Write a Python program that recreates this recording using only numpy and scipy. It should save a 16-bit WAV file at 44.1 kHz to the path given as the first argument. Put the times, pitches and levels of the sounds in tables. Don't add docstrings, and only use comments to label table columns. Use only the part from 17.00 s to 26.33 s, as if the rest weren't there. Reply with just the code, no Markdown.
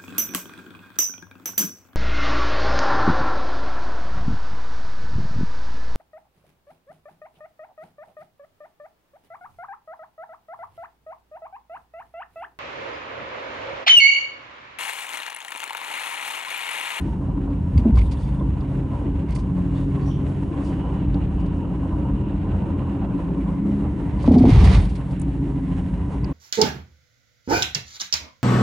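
import sys
import numpy as np
from scipy import signal
from scipy.fft import rfft, irfft, next_fast_len
from scipy.io import wavfile
from scipy.ndimage import uniform_filter1d, minimum_filter1d

SR = 44100
rng = np.random.default_rng(int(sys.argv[2]) if len(sys.argv) > 2 else 0)


def master(y):
    cut = np.clip(np.atleast_2d(y).T, -1, 1)
    pcm = np.round(cut * 32767)
    wavfile.write(sys.argv[1], SR, pcm.astype(np.int16))


N = 411453
TIME_S = np.arange(N) / SR


def from_db(db):
    return np.exp(np.asarray(db) * (np.log(10) / 20))


def unit_rms(x):
    return x / np.sqrt(np.mean(x ** 2) + 1e-20)


def in_time(rows):
    time_s, *columns = np.transpose(rows)
    return [np.interp(TIME_S, time_s, column) for column in columns]


def at_hz(points, hz):
    known_hz, values = np.transpose(points)
    return np.interp(np.log(hz + 1e-9), np.log(known_hz), values)


def drift(rate_per_s, step=1):
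    knots = rng.standard_normal(1000)
    place = np.arange(0, N, step) * (rate_per_s / SR)
    return unit_rms(np.interp(place, np.arange(len(knots)), knots))


def add(track, start_s, sound):
    start = round(start_s * SR)
    track[..., start:start + sound.shape[-1]] += sound[..., :N - start]


def swell(t, rise_s):
    age = np.maximum(t, 0) / rise_s
    return age * np.exp(1 - age)


def swells(rows):
    out = np.zeros(N)
    for start_s, height, rise_s in rows:
        add(out, start_s, height * swell(TIME_S[:SR // 4], rise_s))
    return out


def ramp_db(full_s, end_s, attack_db_per_s, release_db_per_s, build_db_per_s=0):
    onset_db = attack_db_per_s * np.maximum(full_s - TIME_S, 0)
    below_peak_db = np.maximum(build_db_per_s * (end_s - TIME_S), release_db_per_s * (TIME_S - end_s))
    return np.maximum(-onset_db - below_peak_db, -200)


def bend(sound, ratio):
    place = np.cumsum(ratio) % (N - 1)
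    return np.array([np.interp(place, np.arange(N), channel) for channel in sound])


# freq_hz, correlation
CORRELATION = [(60, .995), (110, .99), (135, .975), (280, .955), (550, .92), (1000, .68), (2000, .36),
               (4000, .66), (6000, .55), (9000, .85)]


def widen(mid, side, hz):
    alike = np.clip(at_hz(CORRELATION, hz), 0, 1)
    return np.sqrt(1 + alike) * mid + np.sqrt(1 - alike) * side * [[1], [-1]]


# freq_hz, left_minus_right_db
CABIN_BALANCE = [(60, -0.5), (250, 1), (600, 0), (1100, -1), (1900, -6.5), (3300, -4.5), (5900, -4.5),
                 (10000, 1)]
# delay_s, gain
REFLECTIONS = [(.00208, 0.05), (.0052, 0.06), (.0083, -.15), (.0127, 0.067)]


def cabin_noise(spectrum, grain_db=0, reflect=False):
    size = next_fast_len(N, real=True)
    top_hz = min(2 * spectrum[-1][0], SR / 2)
    hz = np.arange(int(top_hz * size / SR)) * SR / size
    if grain_db:
        noise = rng.standard_normal((2, size))
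        white = rfft(noise * from_db(grain_db * np.minimum(rng.exponential(1, size), 6)))
    else:
        noise = rng.standard_normal((2, size), dtype=np.float32)
        white = noise[:, :size // 2 * 2].view(np.complex64)
    pan_db = at_hz(CABIN_BALANCE, hz) * [[.5], [-.5]]
    gain = from_db(at_hz(spectrum + [(top_hz + 1, -80)], hz) + pan_db)
    if reflect:
        echoes = sum(echo * np.exp(-2j * np.pi * hz * delay_s) for delay_s, echo in REFLECTIONS)
        gain = gain * np.abs(1 + echoes)
    shaped = widen(*white[:, :len(hz)], hz) * gain
    return unit_rms(irfft(shaped.astype(np.complex64), size)[:, :N])


def strike(blows, modes, detune, vary_db=2, damping=1):
    t, out = TIME_S[:SR // 4], np.zeros(N)
    hz, mode_db, rise_s = np.transpose(modes)[..., None]
    for start_s, db, tilt_db_per_oct, pitch_ratio, length_ratio in blows:
        force, load = rng.standard_normal((2, len(modes), 1))
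        gain = from_db(db + mode_db + vary_db * force + tilt_db_per_oct * np.log2(hz / hz[0]))
        envelope = swell(t, rise_s * length_ratio) ** damping
        tones = np.sin(2 * np.pi * hz * pitch_ratio * (1 + detune * load) * t)
        add(out, start_s, np.sum(gain * envelope * tones, axis=0))
    return out


# time_s, level_db
MIC_HISS_CURVE = [(0.1, -63), (0.2, -67.5), (0.7, -65.5), (2.1, -67), (3.0, -62), (4.0, -65.5), (5.7, -67),
                  (9.33, -62.5)]


def mic_hiss(texture):
    hiss_db = in_time(MIC_HISS_CURVE)[0] + 1.2 * texture + 1.2 * drift(14)
    return from_db(hiss_db) * rng.standard_normal(N)


# time_s, firing_hz, level_db
ENGINE_CURVE = [(0, 86.7, -28.5), (1.2, 87.5, -33.5), (2.2, 95.4, -36), (2.9, 97.54, -31.5), (3.6, 95, -35),
                (4.5, 86.18, -35), (5.8, 87.4, -27.5), (6.4, 87.44, -55.5), (9.33, 82, -42)]


def engine():
    firing_hz, db = in_time(ENGINE_CURVE)
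    phase = 2 * np.pi * np.cumsum(firing_hz) / SR + 0.49 * drift(4.4)
    return np.sqrt(2) * from_db(db) * np.sin(phase)


# time_s, level_db
RUMBLE_CURVE = [(0.0, -25.5), (0.4, -24.5), (3.6, -27), (3.9, -28.5), (4.1, -22.5), (4.6, -25.5),
                (5.7, -25.5), (6.5, -27.5), (7.3, -23), (8.0, -26), (8.7, -27.5), (9.33, -25)]
# freq_hz, density_db
RUMBLE_SPECTRUM = [(15, -31), (30, -24), (42, -6.5), (50, -3), (70, -5), (90, -7), (112, -13.5),
                   (128, -5.5), (150, -13), (200, -10), (232, -17.5), (300, -42.5)]


def road_rumble():
    return from_db(in_time(RUMBLE_CURVE)[0] + 0.62 * drift(9.1)) * cabin_noise(RUMBLE_SPECTRUM)


# time_s, level_db
CAVITY_CURVE = [(0.0, -30), (0.2, -36.5), (0.4, -30), (0.8, -41), (2.1, -30), (2.3, -36), (2.7, -33),
                (3.5, -30), (4.3, -33.5), (4.9, -31.5), (5.1, -33), (7.0, -30), (8.1, -40), (8.3, -31.5),
                (8.8, -35.5), (9.0, -34), (9.33, -32.5)]
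# freq_hz, density_db
CAVITY_SPECTRUM = [(200, -32), (240, -10), (262, -9.5), (277, 1), (300, -5.5), (340, -9.5), (370, -15.5),
                   (397, -10.5), (440, -24.5), (600, -39)]


def tyre_drone():
    return from_db(in_time(CAVITY_CURVE)[0] + 1.38 * drift(14)) * cabin_noise(CAVITY_SPECTRUM)


# start_s, roar_boost_db, rise_s
ROAD_SEAMS = [(.375, 6.5, 0.003), (.47, 9.5, 0.016), (1.409, 8, 0.003), (3.423, 9.5, 0.0037),
              (3.835, 6.5, 0.017), (3.935, 1, 0.017), (4.375, 2, 0.02), (4.928, 0, 0.0018),
              (5.085, 7.5, 0.0091), (6.01, 5.5, 0.035), (6.19, 3, 0.01), (6.46, 4.5, 0.013),
              (6.84, 5, 0.015), (7.239, 13, 0.006)]


def seam_slap_db():
    return swells(ROAD_SEAMS)


# time_s, level_db
WET_CURVE = [(0.0, -49), (0.2, -63), (0.4, -57.5), (3.5, -54), (3.8, -53), (5.0, -58), (5.2, -55),
             (7.9, -54.5), (9.33, -54.5)]
# freq_hz, density_db
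WET_SPECTRUM = [(1000, -27), (1500, 3), (1900, 0.5), (2450, -2.5), (2850, -1.5), (3300, -8.5),
                (4000, -12.5), (5000, -26), (8000, -23)]
# time_s, centre_hz, level_db
SINGING_CURVE = [(0, 2840, -73), (2.4, 2880, -71), (3.35, 2970, -69), (3.7, 2973, -59.5), (4.3, 2794, -64),
                 (4.9, 2840, -66), (5.3, 2803, -64), (6.1, 2743, -63), (6.33, 2402, -68),
                 (6.55, 2074, -59.5), (7, 1980, -60), (8.3, 2012, -66.5), (9.33, 2000, -61)]
# freq_hz, density_db
SINGING_SPECTRUM = [(2200, -26), (2750, -7), (3000, 0), (3220, -7), (3800, -26)]


def wet_hiss(texture, slap_db):
    hiss_db = in_time(WET_CURVE)[0] + 1.2 * texture + 1.8 * drift(60) + 0.18 * slap_db
    hiss = from_db(hiss_db) * cabin_noise(WET_SPECTRUM, grain_db=3.5, reflect=True)
    centre_hz, singing_db = in_time(SINGING_CURVE)
    peak_hz = SINGING_SPECTRUM[2][0]
    band = bend(cabin_noise(SINGING_SPECTRUM), centre_hz / peak_hz)
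    return hiss + from_db(singing_db + 2.3 * drift(22)) * band


# time_s, turns_per_s
WHEEL_RATE = [(0, 13.22), (1.6, 13.55), (2.6, 13.78), (3.9, 14.2), (4.7, 14.37), (5.6, 14.48), (6.8, 14.47),
              (8.2, 13.8), (9.33, 13.55)]


def wheel_turns(step=1):
    return np.cumsum(in_time(WHEEL_RATE)[0][::step]) * step / SR


# time_s, level_db
ROAR_CURVE = [(0.0, -44.5), (3.3, -44), (3.6, -41.5), (4.6, -42.5), (5.6, -41), (6.5, -42), (7.1, -44),
              (8.8, -46), (9.33, -42)]
# freq_hz, density_db
ROAR_SPECTRUM = [(330, -28.5), (450, 0.5), (560, 0), (660, -3.5), (790, -3.5), (970, -6), (1080, -8),
                 (1170, -9.5), (1450, -16), (2200, -35.5)]
# freq_hz, density_db
GROOVE_SPECTRUM = [(780, -24), (905, -5), (985, 0), (1040, -3), (1095, -13), (1200, -30)]


def tread_roar(texture, slap_db):
    throb_db = 1.14 * np.cos(2 * np.pi * wheel_turns())
    roar_db = in_time(ROAR_CURVE)[0] + 1.6 * texture + throb_db + slap_db
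    roar = from_db(roar_db) * cabin_noise(ROAR_SPECTRUM, reflect=True)
    flutter_db = 3.2 * np.minimum(drift(42), 1) + 1.2 * drift(8)
    grooves = bend(cabin_noise(GROOVE_SPECTRUM), 1 + .035 * drift(8))
    return roar + from_db(roar_db - 6 + flutter_db) * grooves


# order, level_db
HUM_ORDERS = [(4, -37), (9, -45), (10, -42.5), (11, -42.5), (12, -40.5), (13, -40.5), (14, -40.5),
              (19, -43), (20, -42.5), (21, -45), (22, -45.5)]
# centre_s, half_width_s, order, boost_db
ORDER_SWELLS = [(0, .3, 10, 11), (.42, .2, 21, 13), (1.65, .45, 10, 13), (1.7, .4, 9, 7), (2.7, .4, 13, 12),
                (2.9, .3, 21, 8), (2.95, .45, 20, 13), (3.0, .75, 10, 15), (3.35, .5, 9, 8),
                (3.9, .5, 13, 9), (4.0, .25, 12, 8), (4.7, .35, 12, 11), (4.9, .33, 19, 11),
                (5.4, .6, 9, 11), (5.4, .5, 11, 7), (5.6, .55, 14, 9), (5.9, .3, 19, 8), (6.0, .6, 13, 7),
                (6.4, .35, 12, 10), (6.5, .5, 11, 6), (6.65, .22, 19, 12), (6.68, .22, 14, 15),
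                (7.9, .3, 4, 11), (8.0, .35, 13, 8), (8.3, .35, 10, 14), (8.6, .45, 19, 8),
                (8.7, .3, 12, 7), (8.8, .25, 13, 11)]


def tyre_hum(wobble_turns=.009, spread_rad=.16):
    step = 20
    t, hum = TIME_S[::step], 0
    turns = wheel_turns(step) + wobble_turns * drift(5, step)
    for order, db in HUM_ORDERS:
        offset_cycles, skew = rng.uniform(-1.036, 1, 2)
        lift_db = sum(boost_db * np.exp(-((t - centre_s) / half_width_s) ** 2)
                      for centre_s, half_width_s, boosted, boost_db in ORDER_SWELLS if boosted == order)
        phase = 2 * np.pi * (order * turns + offset_cycles) + spread_rad * skew * np.array([[1], [-1]])
        hum = hum + np.sqrt(2) * from_db(db + lift_db + 2.1 * drift(7, step)) * np.sin(phase)
    return signal.resample_poly(hum, step, 1, axis=1, window=("kaiser", 10))[:, :N]


# freq_hz, width_hz, gain_db
PANEL_MODES = [(2250, 580, 8.5), (3500, 140, -1.5), (4600, 260, 0.5), (8950, 440, -2)]


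def chatter(db, ring_hz, width_oct, rise_s, pan_db=-3, size=4096):
    hz = np.arange(1, size // 2 + 2) * SR / size
    panel = 1 + sum(from_db(mode_db) / (1 + (2 * (hz - mode_hz) / width_hz) ** 2)
                    for mode_hz, width_hz, mode_db in PANEL_MODES)
    resonance = panel / (1 + (np.log2(hz / ring_hz) / width_oct) ** 2)
    strengths = from_db(1.5 * rng.standard_normal(size // 20))
    contacts = np.repeat(strengths, SR // 1000)[:size] * rng.standard_normal((2, size))
    buzz = unit_rms(irfft(widen(*rfft(contacts), hz) * resonance, size))
    return buzz * swell(TIME_S[:size], rise_s) * from_db(db + pan_db * np.array([[.5], [-.5]]))


# start_s, level_db, centre_hz, width_oct
CABIN_RUSTLES = [(1.18, -56.5, 4200, 1), (1.24, -58, 2500, 0.71), (2.74, -57, 3570, 0.21),
                 (3.001, -63, 4400, 0.33), (3.05, -58, 5760, .07), (3.09, -53.5, 3120, 0.12),
                 (3.63, -56.5, 5130, 1), (4.369, -57, 2850, .1)]


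def rustles():
    out = np.zeros((2, N))
    for start_s, db, centre_hz, width_oct in CABIN_RUSTLES:
        add(out, start_s, chatter(db, centre_hz, width_oct, rise_s=.033, size=16384))
    return out


# start_s, level_db, ring_hz, left_minus_right_db,
# width_oct
PLASTIC_TICKS = [(.010, -54.5, 9100, 0, .04), (0.776, -45.5, 4670, -2, .07), (.777, -48, 2400, 2, 0.22),
                 (0.904, -33, 846, -3, 0.16), (0.971, -28.5, 1050, 0, 0.18), (1.015, -40, 2250, -9, .2),
                 (1.606, -52, 3800, 9, 0.28), (2.353, -50, 9700, -2, .2), (4.142, -48.5, 3800, 7, 0.35),
                 (7.382, -41, 4470, -3, 0.18), (7.452, -27, 895, -1, .2), (7.749, -36, 4300, -2, 0.27),
                 (8.195, -47, 8700, -3, .35), (8.214, -43, 8100, -5, .33), (9.243, -44.5, 4830, -7, .15),
                 (9.243, -46, 2530, -7, .15)]


def plastic_ticks(rise_s=.0024, stray_per_s=2, stray_db=-67, low_hz=2500, high_hz=4500):
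    out = np.zeros((2, N))
    for start_s, db, ring_hz, pan_db, width_oct in PLASTIC_TICKS:
        add(out, start_s, chatter(db, ring_hz, width_oct, rise_s, pan_db))
    for when, pitch in rng.random((round(stray_per_s * N / SR), 2)):
        ring_hz = low_hz * (high_hz / low_hz) ** pitch
        add(out, when * TIME_S[-1], chatter(stray_db, ring_hz, width_oct=.35, rise_s=rise_s))
    return out


# ring_hz, level_db, loss_per_bounce_db
PART_MODES = [(3470, -54, 1.3), (8930, -62, 2.2)]


def bouncing_part(start_s=1.169, interval_s=.057, jitter_s=.004, bounces=5):
    out = np.zeros((2, N))
    for k, late_s in enumerate(jitter_s * rng.standard_normal(bounces)):
        for ring_hz, db, loss_db in PART_MODES:
            contact = chatter(db - k * loss_db, ring_hz, width_oct=.07, rise_s=.004)
            add(out, start_s + k * interval_s + late_s, contact)
    return out


# start_s, level_db, ring_hz, rise_s
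TRIM_RATTLES = [(0.776, -42.5, 3200, 0.0031), (0.785, -52, 3200, 0.0084), (0.953, -50, 4000, 0.0064),
                (.970, -45, 3000, 0.0073), (0.983, -39, 2600, 0.0054), (1.008, -50, 3200, 0.0044),
                (1.110, -45.5, 3900, 0.0088), (2.284, -48.5, 1900, .009), (2.308, -45, 5000, 0.00094),
                (2.316, -49.5, 3000, .007), (2.347, -47, 5000, 0.0093), (2.36, -42.5, 2700, 0.0021),
                (2.384, -54, 4500, .011), (4.395, -56, 3200, .007), (4.457, -54.5, 3300, .006),
                (7.222, -51, 4200, .008), (7.315, -44, 3800, 0.0041), (7.379, -46, 3900, 0.0099),
                (7.452, -51, 3600, .005), (7.504, -36, 2200, 0.0049), (7.530, -36, 3200, .003),
                (7.634, -36, 3800, 0.012), (7.742, -35, 2390, 0.0071), (7.849, -48, 3600, 0.0037),
                (7.89, -53, 4150, 0.0077), (7.952, -47, 3640, .0052), (8.107, -57, 4200, .006)]


def trim_rattles():
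    out = np.zeros((2, N))
    for start_s, db, ring_hz, rise_s in TRIM_RATTLES:
        add(out, start_s, chatter(db, ring_hz, width_oct=.82, rise_s=rise_s))
    return out


# full_s, end_s, end_level_db, swing_per_turn_db
GRIT_BURSTS = [(7.221, 7.488, -43.5, 5.5), (7.51, 7.75, -31, -1.5)]
# freq_hz, density_db
GRIT_SPECTRUM = [(350, -17), (600, -6.5), (1040, -4.5), (1170, -5.5), (1520, -12.5), (2130, -8.5),
                 (2600, -13), (3860, -15), (5460, -22.5), (6300, -25), (7810, -33), (9010, -29.5),
                 (10400, -35), (13500, -64), (22000, -120)]


def grit_spray(gust_s=7.63, stones_per_s=70, stone_range_db=6, stone_rise_s=.0005):
    turns_per_s = np.interp(gust_s, *np.transpose(WHEEL_RATE))
    gusts = np.cos(2 * np.pi * turns_per_s * (TIME_S - gust_s))
    flow = 0
    for full_s, end_s, db, swing_db in GRIT_BURSTS:
        shape_db = ramp_db(full_s, end_s, attack_db_per_s=299, release_db_per_s=160, build_db_per_s=14.5)
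        flow = flow + from_db(db + swing_db * gusts + shape_db)
    first_s = GRIT_BURSTS[0][0]
    span_s = GRIT_BURSTS[-1][1] - first_s
    stones = swells([(first_s + when * span_s, from_db(-stone_range_db * smallness), stone_rise_s)
                     for when, smallness in rng.random((round(stones_per_s * span_s), 2))])
    level = flow * (1 + stones) * from_db(1.2 * drift(70))
    return level * cabin_noise(GRIT_SPECTRUM, grain_db=2.5, reflect=True)


# enter_s, leave_s, leave_level_db
BROKEN_PATCHES = [(.78, 1.02, -26), (7.306, 7.719, -13)]
# freq_hz, density_db
SHUDDER_SPECTRUM = [(15, -23), (30, -15.5), (45, 5), (110, -0.5), (190, -0.5), (260, -18), (420, -14.5),
                    (560, -30), (800, -22), (1050, -29.5), (1500, -58)]


def shudder():
    level = 0
    for enter_s, leave_s, db in BROKEN_PATCHES:
        shape_db = ramp_db(enter_s, leave_s, attack_db_per_s=158, release_db_per_s=98, build_db_per_s=8)
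        level = level + from_db(db + shape_db)
    return level * cabin_noise(SHUDDER_SPECTRUM)


# freq_hz, density_db
BUZZ_SPECTRUM = [(1200, -17.5), (2200, -1.5), (3600, 4), (6000, -12.5), (9000, -3), (11000, -10)]


def trim_buzz(offset_db=-48, patch_db_ratio=0.46):
    level = 0
    for _, leave_s, db in BROKEN_PATCHES:
        shape_db = ramp_db(leave_s, leave_s, attack_db_per_s=158, release_db_per_s=34)
        level = level + from_db(offset_db + patch_db_ratio * db + shape_db)
    return level * from_db(2.9 * drift(56)) * cabin_noise(BUZZ_SPECTRUM)


# start_s, level_db, tilt_db_per_oct
BODY_JOLTS = [(0.743, -15.5, 1.5), (0.755, -10.5, 1), (0.921, -7, -2), (0.936, -11.5, -1),
              (0.955, -8.5, -5), (1.075, -17.5, -3), (2.29, -16, -7), (4.338, -16, -8), (7.333, -21, 6.5),
              (7.415, -25, 15.5), (7.512, -7, 4), (7.574, -3.5, 0.5), (7.628, -1.5, -12), (7.678, -10, 3),
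              (7.721, -7.5, -2), (7.765, -16, 6.5), (7.837, -23, -3)]
# freq_hz, gain_db, rise_s
BODY_MODES = [(46.8, -9.5, 0.039), (59.6, -0.5, 0.022), (74.8, -1.5, 0.018), (102.8, -3, 0.011),
              (173, -16, 0.012)]


def body_booms():
    return strike([(*jolt, 1, 1) for jolt in BODY_JOLTS], BODY_MODES, detune=0.032)


# start_s, level_db, tilt_db_per_oct, pitch_ratio, length_ratio
STRUT_KNOCKS = [(.783, -17, -9, 0.93, 0.93), (.850, -9.5, -2, 0.97, 1.16), (.868, -9.5, -7, 0.93, 1.04),
                (0.893, -11, -7, 0.87, 0.67), (4.140, -19, -3, 1.14, 1.2), (7.277, 0, -2, 0.97, 0.71),
                (7.308, -0.5, -1, 1.06, 0.73), (7.334, -10, -3, 0.84, 0.94), (7.357, 0.5, -1, 1, 1.23),
                (7.405, -4, -2.5, 1.05, 0.82), (7.436, -3.5, -1, 1, 1.15), (7.469, 1, -5.5, 1.04, 0.65),
                (7.484, -5.5, -5, 1.03, .8)]
# freq_hz, gain_db, rise_s
STRUT_MODES = [(245.7, 0, 0.0097), (194.4, -20, 0.017), (354.5, -11, 0.0084), (429, -17.5, 0.01),
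               (606, -27.5, 0.0058), (687, -21.5, 0.011), (800, -30, 0.0068), (867, -31, 0.0088)]
# freq_hz, density_db
CLACK_SPECTRUM = [(350, -23), (550, 10), (750, 2), (950, -6), (1300, -24.5), (2500, -36)]


def suspension_knocks(jolt_gain_db=-17, jolt_tilt_db_per_oct=-8, clack_gain_db=-19, clack_rise_s=.0027):
    soft_knocks = [(start_s, db + jolt_gain_db, jolt_tilt_db_per_oct, 1, 1)
                   for start_s, db, _ in BODY_JOLTS]
    rings = strike(STRUT_KNOCKS + soft_knocks, STRUT_MODES, detune=0.023, damping=2)
    clack_oct = np.log2(CLACK_SPECTRUM[2][0] / STRUT_MODES[0][0])
    clacks = swells([(start_s, from_db(db + clack_gain_db + tilt_db_per_oct * clack_oct), clack_rise_s)
                     for start_s, db, tilt_db_per_oct, _, _ in STRUT_KNOCKS])
    return rings + clacks * cabin_noise(CLACK_SPECTRUM)


def scene():
    texture = drift(24)
    slap_db = seam_slap_db()
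    background = mic_hiss(texture) + engine() + road_rumble()
    tyres = tyre_drone() + wet_hiss(texture, slap_db) + tread_roar(texture, slap_db) + tyre_hum()
    interior = rustles() + plastic_ticks() + bouncing_part() + trim_rattles()
    bumps = grit_spray() + shudder() + trim_buzz() + body_booms() + suspension_knocks()
    fade = np.minimum(1, np.minimum(TIME_S, TIME_S[-1] - TIME_S) / .003)
    return fade * (background + tyres + interior + bumps)


def record(dry):
    low_cut_hz, high_cut_hz = 21, 10500
    ceiling, hold_samples = .8, SR // 80
    heard = signal.sosfilt(signal.butter(2, low_cut_hz, "high", fs=SR, output="sos"), dry)
    needed_gain = np.minimum(1, ceiling / (np.abs(heard).max(axis=0) + 1e-9))
    gain = uniform_filter1d(minimum_filter1d(needed_gain, hold_samples), hold_samples)
    return signal.sosfilt(signal.ellip(12, .1, 80, high_cut_hz, fs=SR, output="sos"), heard * gain)


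dry = scene()
out = record(dry)
master(out)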